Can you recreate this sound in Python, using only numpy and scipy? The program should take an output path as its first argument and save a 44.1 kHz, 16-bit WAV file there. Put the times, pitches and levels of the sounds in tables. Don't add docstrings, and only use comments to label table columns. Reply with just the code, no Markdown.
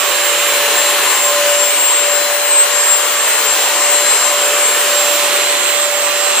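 import sys
import numpy as np
from scipy import signal
from scipy.fft import rfft, irfft
from scipy.io import wavfile
from scipy.ndimage import uniform_filter1d, map_coordinates

SR = 44100
rng = np.random.default_rng(int(sys.argv[2]) if len(sys.argv) > 2 else 0)


def log_audio(samples):
    frames = np.atleast_2d(samples).T
    limited = np.clip(frames, -1, 1)
    pcm = np.round(limited * 32767).astype(np.int16)
    wavfile.write(sys.argv[1], SR, pcm)


def volts(x):
    e = np.asarray(x, float) / 20
    return 10 ** e


N = 282240
BLADES = 13
FINE = 4
SIDES = np.array([[1], [-1]])


def columns(table):
    seconds, *rest = np.transpose(table)
    return [np.interp(np.arange(N) / SR, seconds, column) for column in rest]


def over_hz(points, hz):
    hz_points, values = np.transpose(points)
    return np.interp(np.log(hz + 1), np.log(hz_points), values)


def walk(rate):
    hold = int(SR / rate)
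    steps = np.repeat(rng.standard_normal(N // hold + 1), hold)
    return 0.88 * uniform_filter1d(uniform_filter1d(steps, hold), hold)[:N]


def wavering(angle, rate):
    return walk(rate) * np.sin(angle) + walk(rate) * np.cos(angle)


# t/s, shaft turns f/Hz
SHAFT_SPEED = [(0.0, 581.1), (0.5, 580.95), (1.2, 581.55), (2.4, 581.85), (3.15, 583.3), (3.6, 582.95),
               (4.1, 583.38), (5.7, 583.0), (6.4, 581.9)]


def shaft_angle():
    return 2 * np.pi * np.cumsum(columns(SHAFT_SPEED)[0]) / SR


# t/s, left minus right level/dB (the tones take a part of it), left lags by t/microseconds
PORT_BEARING = [(0, -10.5, -20), (.9, 1.5, -13), (1.7, 6.5, -26), (2.5, 6.5, -47), (3.3, 5, -32),
                (4.3, 2.5, -24), (4.9, -4, -21), (5.3, -8, 24), (5.8, -11.5, 51), (6.4, -8, 33)]


def tone(level_table, multiple, turn, lean, apart_db, fade_hz, scatter, scatter_hz):
    pan_db, lag_us = columns(PORT_BEARING)
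    lag_angle = np.gradient(turn) * SR * lag_us / 10 ** 6 / 2
    angles = multiple * (turn - SIDES * lag_angle)
    flutter = np.array([np.sin(angle) + scatter * wavering(angle, scatter_hz) for angle in angles])
    level_db = columns(level_table)[0] + SIDES * lean * pan_db / 2
    straight = np.sqrt(2) * volts(level_db) * flutter
    reflected = wavering(multiple * turn, fade_hz)
    return straight + SIDES * volts(apart_db) * reflected


# t/s, level/dB
HUM_LEVEL = [(0.0, -32), (0.1, -25), (0.94, -23), (1.1, -30), (1.14, -40), (1.23, -23), (1.51, -16),
             (1.87, -31), (2.08, -20.5), (3.24, -30), (3.76, -29), (3.9, -21.5), (4.04, -21), (4.22, -35.5),
             (4.26, -26), (4.53, -20.5), (4.74, -28), (4.97, -20.5), (5.7, -26), (5.86, -22), (6.31, -25),
             (6.4, -32)]


def hum(turn):
    return tone(HUM_LEVEL, 1, turn, lean=0.31, apart_db=-32, fade_hz=4, scatter=0.034, scatter_hz=15)


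# t/s, level/dB
WHISTLE_LEVEL = [(0, -27.5), (.5, -20), (.66, -35), (.78, -16), (.98, -25), (1.27, -15.5), (1.43, -29),
                 (1.7, -16), (2.15, -17), (2.38, -26.5), (2.56, -8.5), (2.72, -19), (2.9, -10.5),
                 (3.08, -21), (3.6, -17.5), (3.71, -22), (3.85, -18), (4.6, -17.5), (4.88, -21.5),
                 (5.0, -17), (5.25, -25), (5.85, -21), (6.25, -22.5), (6.36, -16.5)]


def whistle(turn):
    return tone(WHISTLE_LEVEL, BLADES, turn, lean=0.41, apart_db=-21.5, fade_hz=21.97,
                scatter=0.59, scatter_hz=22)


# t/s, level/dB
OCTAVE_LEVEL = [(0, -31), (.5, -28), (1.2, -29.5), (2.4, -28), (2.7, -34), (3.5, -25), (4.3, -30),
                (5.3, -32), (6.4, -36)]


def octave(turn):
    return tone(OCTAVE_LEVEL, 2 * BLADES, turn, lean=0.88, apart_db=-32, fade_hz=18,
                scatter=0.9, scatter_hz=45)


# t/s, level/dB
SEVENTH_LEVEL = [(0, -36), (.2, -33), (.45, -38), (.65, -29), (.95, -33), (1.38, -32), (1.55, -39),
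                 (1.95, -43), (2.2, -30), (2.95, -35.5), (3.15, -42), (3.33, -28.5), (3.75, -39),
                 (4.08, -28.5), (4.3, -31.5), (4.45, -40), (5.2, -35), (5.7, -33), (5.85, -41), (6.2, -36)]


def seventh(turn):
    return tone(SEVENTH_LEVEL, 7, turn, lean=0.15, apart_db=-48, fade_hz=12, scatter=0.66, scatter_hz=30)


# cycles per turn, level/dB, rate of random fading f/Hz
FAINT_ORDERS = [(2, -32.5, 9), (12, -32, 26), (14, -32.5, 21)]


def weak_orders(turn):
    out = np.zeros((2, N))
    for multiple, db, rate in FAINT_ORDERS:
        for port in out:
            port += volts(db) * wavering(multiple * turn, rate)
    return out


# t/s, f/Hz, level/dB of the part common to both ports
BRUSH_WHINE = [(0, 1110, -26), (.6, 1092, -33), (1.3, 1050, -25), (1.7, 995, -28), (2.3, 1026, -29.5),
               (3.3, 1031, -31), (4.1, 1040, -32), (4.8, 1023, -31), (5.4, 1015, -31), (6.4, 1055, -42)]


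def brush(width_hz=24, in_step=0.78):
    hz, db = columns(BRUSH_WHINE)
    angle = 2 * np.pi * np.cumsum(hz) / SR
    mid = wavering(angle, width_hz)
    side = wavering(angle, width_hz) * np.sqrt(1 - in_step)
    return volts(db) * np.array([mid + side, mid - side])


def delayed(fine, seconds):
    position = FINE * (np.arange(N) - seconds * SR) % len(fine)
    return map_coordinates(fine, [position], order=1, mode="wrap")


PORT_GAP_M, SOUND_M_S = 0.048, 343


def walls(spectrum, stroke_m, count=20, first_m=1.2, last_m=26, fade_db_per_m=0.1):
    fine = FINE * irfft(spectrum, FINE * N)
    path_m = np.linspace(first_m, last_m, count)
    gains = volts(-fade_db_per_m * path_m)
    out = np.zeros((2, N))
    for metres, gain, (spread, along, bearing) in zip(path_m, gains, rng.uniform(-1, 1, (count, 3))):
        way_m = metres + 0.6 * spread + along * stroke_m
        for port, sign in zip(out, (1, -1)):
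            port += gain * delayed(fine, (way_m + sign * bearing * PORT_GAP_M / 2) / SOUND_M_S)
    return out / np.sqrt(np.sum(gains ** 2))


# t/s, level/dB
FLOW_LEVEL = [(0, -15.5), (.7, -13), (1.5, -14.5), (2.44, -16.5), (2.74, -14.5), (3.05, -15.5), (3.66, -14),
              (4.6, -14.5), (5.3, -14), (5.8, -17), (6.4, -15.5)]
# t/s, distance/m
STROKE_DISTANCE = [(0, 1.04), (.8, 0.68), (2.8, 0), (3.2, 0.088), (5.4, 1.15), (6.4, 1.1)]
# f/Hz, level/dB per Hz
RUSH_COLOUR = [(30, -58), (100, -37), (200, -22.5), (320, -9.5), (450, -3), (800, -2.5), (1400, -1),
               (2100, -1.5), (3800, -5), (5300, -10), (8500, -10.5), (13000, -8)]
# f/Hz, level/dB
MIC_TOP_LOSS = [(13000, 0), (15150, -2.5), (15300, -19)]
# f/Hz, width f/Hz, lift at the peak level/dB
DUCT_RESONANCES = [(1050, 220, 3), (1796, 55, 3), (2880, 840, 3.5), (7000, 3700, 8.5), (10730, 590, 4)]
# f/Hz, share/0-1
WALL_POWER_SHARE = [(200, 0.85), (2000, 0.59), (12000, 0.71)]


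def rush(flicker_db=1.58, flicker_hz=7, bass_hz=560, treble_hz=4100, outlet_hz=2700,
         outlet_db_per_m=1.5, sway_m=0.066, shadow_hz=700):
    pan_db, lag_us = columns(PORT_BEARING)
    stroke_m = columns(STROKE_DISTANCE)[0] + sway_m * walk(3)
    bass_db = -0.47 + 2.5 * stroke_m
    treble_db = -0.7 - 0.9 * stroke_m
    hz = np.fft.rfftfreq(N, 1 / SR)
    lift_db = sum(db / (1 + (2 * (hz - f) / width) ** 2) for f, width, db in DUCT_RESONANCES)
    colour = volts(over_hz(RUSH_COLOUR, hz) + over_hz(MIC_TOP_LOSS, hz) + lift_db)
    noise = rfft(rng.standard_normal(N)) * colour / np.sqrt(np.mean(colour ** 2))
    air = np.zeros(N)
    edges = np.r_[0, 140 * 2 ** np.arange(0, 7, 0.5), SR / 2]
    for lo, hi in zip(edges, edges[1:]):
        tilt_db = 0
        if hi <= bass_hz + 1:
            tilt_db = bass_db
        elif lo >= treble_hz:
            tilt_db = treble_db
        elif hi > outlet_hz:
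            tilt_db = outlet_db_per_m * (stroke_m - 0.5)
        band = irfft(noise * ((hz >= lo) & (hz < hi)), N)
        air += volts(tilt_db + flicker_db * walk(flicker_hz)) * band
    spectrum = rfft(air * volts(columns(FLOW_LEVEL)[0]))
    share = over_hz(WALL_POWER_SHARE, hz)
    fine = FINE * irfft(spectrum * np.sqrt(1 - share), FINE * N)
    straight = np.array([delayed(fine, sign * lag_us / 10 ** 6 / 2) for sign in (1, -1)])
    treble = signal.sosfilt(signal.butter(1, shadow_hz, "high", fs=SR, output="sos"), straight)
    shaded = straight + (volts(SIDES * pan_db / 2) - 1) * treble
    return shaded + walls(spectrum * np.sqrt(share), stroke_m)


def scene():
    turn = shaft_angle()
    tones = hum(turn) + whistle(turn) + octave(turn) + seventh(turn) + weak_orders(turn)
    air = (rush() + rush()) / np.sqrt(2)
    return tones + brush() + air


def roll_off(x):
    return signal.sosfilt(signal.butter(12, 16690, fs=SR, output="sos"), x)


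def record(dry):
    low_pass = signal.butter(2, 90, fs=SR, output="sos")
    rumble = signal.sosfilt(low_pass, rng.standard_normal((3, N)))
    rumble = rumble[0] + 0.2 * rumble[1:]
    rumble *= volts(-79) / rumble.std()
    clipped = np.clip(dry + rumble, -1, 1)
    steep = signal.ellip(12, 0.2, 75, 15720, fs=SR, output="sos")
    mix = signal.sosfilt(steep, clipped)
    return roll_off(mix)


dry = scene()
out = record(dry)
log_audio(out)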